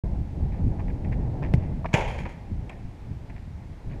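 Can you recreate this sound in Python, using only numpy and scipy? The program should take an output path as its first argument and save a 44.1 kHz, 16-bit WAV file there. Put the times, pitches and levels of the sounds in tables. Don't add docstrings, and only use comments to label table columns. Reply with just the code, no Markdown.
import sys
import numpy as np
from scipy import signal
from scipy.fft import rfft, irfft, next_fast_len
from scipy.io import wavfile
from scipy.ndimage import map_coordinates

SR = 44100
rng = np.random.default_rng(int(sys.argv[2]) if len(sys.argv) > 2 else 0)


def store_wav(level_fs):
    pcm = np.round(np.clip(np.atleast_2d(level_fs), -1, 1) * 32767)
    wavfile.write(sys.argv[1], SR, pcm.T.astype(np.int16))


N = 176400

# t/s, level/dB
BUFFET_LEVEL = [(0, -27), (.2, -29.5), (.3, -34), (.4, -27), (.58, -28), (.67, -20.5), (.73, -27),
                (1.36, -27.5), (1.5, -23.5), (1.58, -26), (1.66, -26), (1.9, -31.5), (2.2, -31.5),
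                (2.35, -38.5), (2.46, -43), (2.52, -32), (2.7, -37.5), (2.82, -36.5), (2.96, -44),
                (3.1, -35), (3.45, -40.5), (3.82, -43), (3.88, -28.5), (4, -38.5)]
RUSH_LEVEL = [(0, -39), (.2, -44), (.3, -48), (.42, -42.5), (1.1, -41.5), (1.55, -37.5), (1.8, -47),
              (2.56, -49), (3.1, -52), (3.8, -52.5), (3.9, -47), (4, -47)]
# f/Hz, relative level/dB
BUFFET_SPECTRUM = [(15, -7), (35, 0.5), (80, 1), (130, -3.5), (190, -8.5), (280, -19), (450, -33),
                   (900, -66), (3000, -120)]
RUSH_SPECTRUM = [(120, -1), (280, 3), (500, -4), (850, -6.5), (1150, -24.5), (1600, -32), (3000, -51),
                 (9000, -100)]
LEAF_SPECTRUM = [(300, -8), (850, 6), (1300, -2), (2100, -0.5), (3000, -8.5), (4500, -11.5), (7000, -17),
                 (13000, -27.5), (15000, -33)]
# t/s, scuff level/dB, sole level/dB, length/s
FOOTFALLS = [(.515, -56, -58, 0.065), (0.787, -50.5, -42.5, 0.03), (0.878, -46, -47.5, 0.011),
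             (.898, -47, -53, .012), (1.04, -52, -62, 0.029), (1.117, -43, -47, 0.02),
             (1.422, -49.5, -30.5, 0.0083), (1.428, -42, -42.5, 0.038), (1.62, -56.5, -51, 0.038),
             (1.844, -43, -30, 0.0076), (1.853, -39, -27, 0.008), (1.857, -40, -57, 0.01),
             (1.886, -53, -50, 0.0097), (2.253, -39, -34.5, 0.018), (2.696, -47, -42, 0.01469),
             (2.71, -53.5, -53, 0.03636), (3.296, -51.5, -50, 0.017), (3.355, -53, -68, 0.036),
             (3.896, -53.5, -55, 0.065)]
# f/Hz, relative level/dB
SCUFF_SPECTRUM = [(400, 0), (900, -2.5), (1300, -8), (1800, 8.5), (2400, 5.5), (3200, -13), (4200, -18),
                  (5500, -22), (8000, -37), (14000, -47)]
SOLE_SPECTRUM = [(120, -4.5), (280, 3), (450, -4.5), (700, 1.5), (950, -2), (1400, -12.5), (2200, -32),
                 (5000, -61)]
# f/Hz, T60/s
ECHO_DECAY = [(200, 0.73), (2000, 1.0), (8000, 0.22)]
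# t/s, level/dB, length/s
GRIT_BURSTS = [(1.5363, -44, 0.0029), (1.539, -54, 0.0082), (1.549, -54.5, 0.0069)]
# f/Hz, relative level/dB
GRIT_SPECTRUM = [(1000, -10), (3000, 2), (5000, 4), (7500, -7.5), (12500, -12), (15000, -34)]
BOOT_SPECTRUM = [(200, 7), (900, 0), (1500, -11), (2150, 15), (3200, -21), (4500, -13.5), (7000, -33),
                 (10000, -36.5), (15000, -46)]
METAL_SPECTRUM = [(200, 2.5), (850, 6), (1200, -10), (1600, -3.5), (2250, 4.5), (3200, -3.5), (4000, -23.5),
                  (7000, -15.5), (10000, -38.5), (15000, -39)]
# thump level/dB, slap level/dB, crack level/dB, crack T60/s
BOOT_BLOW = (-7, -12, -23.5, 0.0133)
METAL_BLOW = (-9, -16, -15.5, 0.0729)
# t/s, level/dB, T60/s
TICK_AND_RATTLES = [(1.929, -22, 0.059), (1.966, -35.5, 0.25), (2.072, -36, 0.44), (2.18, -41, 0.25),
                    (2.285, -46.5, 0.25)]
# f/Hz, relative level/dB
RATTLE_SPECTRUM = [(400, 5), (900, 7.5), (1300, -5), (2300, 9.5), (3200, -16), (4000, -11), (7000, -18),
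                   (9000, -26), (10500, -44.5), (15000, -36)]
# f/Hz, bandwidth/Hz, relative level/dB
FITTING_MODES = [(3200, 170, 1), (6720, 140, -9), (7400, 90, -24), (9630, 110, -14.5), (13270, 290, -30)]
# f/Hz, relative level/dB, T60/s
FRAME_MODES = [(490, -17, .08), (416, -33, .5), (442, -33, .45), (501, -32, .55), (582, -31, .45),
               (683, -33, .5), (759, -26.5, .5), (775, -30.5, .5), (827, -31, .55), (851, -34, .5),
               (902, -27.5, .5), (934, -30.5, .65), (970, -33, .45), (1089, -36.5, .45), (1599, -47, 1),
               (1873, -42, .6), (2028, -37.5, .42), (2340, -39, .47), (2490, -39, .35), (2665, -44, .8),
               (2938, -37, .3), (9690, -56, .38), (9830, -55, .33)]
# f/Hz, relative level/dB
CROWD_SPECTRUM = [(200, 0.5), (330, -8.5), (480, 2), (950, -0.5), (1250, -13.5), (1600, -10), (2150, -4.5),
                  (3200, -13.5), (3900, -25), (5500, -27), (6700, -24), (8500, -39.5), (15000, -52)]
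# f/Hz, T60/s
CROWD_DECAY = [(300, 0.67), (900, 0.72), (2200, 0.5), (7000, 0.62), (14000, .45)]
# f/Hz, relative level/dB
PEBBLE_SPECTRUM = [(400, -7), (750, 4), (1200, -28), (2050, -10), (2400, 5), (2800, -4), (3400, -17),
                   (4500, -26), (7500, -26), (14000, -47)]

KICK_S, HIT_S = 1.5386, 1.9393
BALL_HZ, BALL_PEAK_S, BALL_WIDTH_S = 127, 0.0062, 0.0048
SLAP_S, CRACK_RISE_S = 0.00134, 0.0003
BURST_RISE_S, CLANG_RISE_S, ECHO_RISE_S = 0.0096, 0.0055, 0.074
START_S, FADE_S, TOP_HZ = 0.036, 0.003, 15000


def amp(db):
    return 10 ** (np.asarray(db) / 20)


def unit(x):
    return x / np.sqrt(np.mean(x ** 2) + 1e-20)


def along(points, hz):
    f, v = np.transpose(points)
    return np.interp(np.log(hz + 1), np.log(f + 1), v)


def since(s):
    return np.maximum(np.arange(N) / SR - s, 0)


def curve(rows):
    return np.interp(since(0), *np.transpose(rows))


def wobble(rate):
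    return map_coordinates(rng.standard_normal(400), [since(0) * rate], mode="wrap")


def coloured(x, spectrum):
    gain = amp(along(spectrum, np.fft.rfftfreq(N, 1 / SR)))
    return unit(irfft(rfft(x) * gain, N))


def noise(spectrum):
    return coloured(rng.standard_normal(N), spectrum)


def grains(spectrum, rate):
    impulses = rng.standard_normal(N) * (rng.random(N) < rate / SR)
    return coloured(impulses, spectrum)


def damped(x, start, t60s):
    hz, t, bands = signal.stft(x, SR, nperseg=256)
    decay = amp(-60 * np.maximum(t - start, 0) / along(t60s, hz)[:, None])
    return signal.istft(bands * decay, SR, nperseg=256)[1][:N]


def swell(s, length):
    u = 3 * since(s) / length
    return u * np.exp(1 - u)


def wind():
    buffet = amp(curve(BUFFET_LEVEL) + 2.5 * wobble(rate=14)) * noise(BUFFET_SPECTRUM)
    rush = amp(curve(RUSH_LEVEL) + 1.4 * wobble(rate=22)) * noise(RUSH_SPECTRUM)
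    leaves = amp(-59) * noise(LEAF_SPECTRUM)
    return buffet + rush + leaves


def footsteps():
    scuff = sum(amp(db) * swell(s, length) for s, db, _, length in FOOTFALLS)
    sole = sum(amp(db) * swell(s, length) for s, _, db, length in FOOTFALLS)
    return scuff * grains(SCUFF_SPECTRUM, rate=1000) + sole * noise(SOLE_SPECTRUM)


def tree_echo(x):
    tail = damped(rng.standard_normal(N), 0, ECHO_DECAY) * np.minimum(since(0) / ECHO_RISE_S, 1)
    return signal.fftconvolve(x, tail / np.linalg.norm(tail))[:N]


def grit():
    spray = sum(amp(db) * swell(s, length) for s, db, length in GRIT_BURSTS)
    return spray * grains(GRIT_SPECTRUM, rate=3000)


def ball(s, crack_spectrum, thump_db, slap_db, crack_db, crack_t60):
    t = since(s)
    contact = np.minimum(t / SLAP_S, 1)
    slap = np.sin(np.pi * contact)
    squash = np.exp(-((t - BALL_PEAK_S) / BALL_WIDTH_S) ** 2)
    thump = np.cos(2 * np.pi * BALL_HZ * t) * squash * contact
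    crack = amp(crack_db - 60 * t / crack_t60) * noise(crack_spectrum)
    return amp(thump_db) * thump + amp(slap_db) * slap + crack * np.minimum(t / CRACK_RISE_S, 1)


def tick_and_fittings():
    bursts = sum(amp(db - 60 * since(s) / t60) * np.minimum(since(s) / BURST_RISE_S, 1)
                 for s, db, t60 in TICK_AND_RATTLES)
    t = since(0)[:SR // 10]
    ring = sum(amp(db) * width * np.exp(-np.pi * width * t) * np.sin(2 * np.pi * hz * t)
               for hz, width, db in FITTING_MODES)
    jingle = unit(signal.fftconvolve(rng.standard_normal(N), ring)[:N])
    return bursts * (grains(RATTLE_SPECTRUM, rate=1700) + amp(-13.5) * jingle)


def goal_frame():
    t = since(HIT_S)
    modes = sum(amp(db - 60 * t / t60) * np.sin(2 * np.pi * (hz * t + rng.random()))
                for hz, db, t60 in FRAME_MODES)
    crowd = damped(noise(CROWD_SPECTRUM), HIT_S, CROWD_DECAY)
    clatter = amp(2 * wobble(rate=110))
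    attack = 1 - np.exp(-t / CLANG_RISE_S)
    return (amp(-3) * modes + amp(-25) * crowd * clatter) * attack


def thud(s, db, hz, width_cycles=0.53):
    cycles = (since(0) - s) * hz
    return -amp(db) * np.cos(2 * np.pi * cycles) * np.exp(-(cycles / width_cycles) ** 2)


def pebble(s, db, length):
    return amp(db) * swell(s, length) * noise(PEBBLE_SPECTRUM)


def scene():
    kick = ball(KICK_S, BOOT_SPECTRUM, *BOOT_BLOW) + grit()
    hit = ball(HIT_S, METAL_SPECTRUM, *METAL_BLOW) + goal_frame() + tick_and_fittings()
    landing = thud(s=2, db=-19, hz=450)
    gust = thud(s=2.518, db=-23, hz=165)
    play = footsteps() + kick + hit + landing + pebble(s=2.694, db=-39, length=0.008)
    return (play + amp(-20) * tree_echo(play) + wind() + gust)[None]


def record(dry):
    padded = next_fast_len(N + 8192)
    opened = dry * np.minimum(since(START_S) / FADE_S, 1)
    passband = np.fft.rfftfreq(padded, 1 / SR) < TOP_HZ
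    return irfft(rfft(opened, padded) * passband, padded)[:, :N]


dry = scene()
out = record(dry)
store_wav(out)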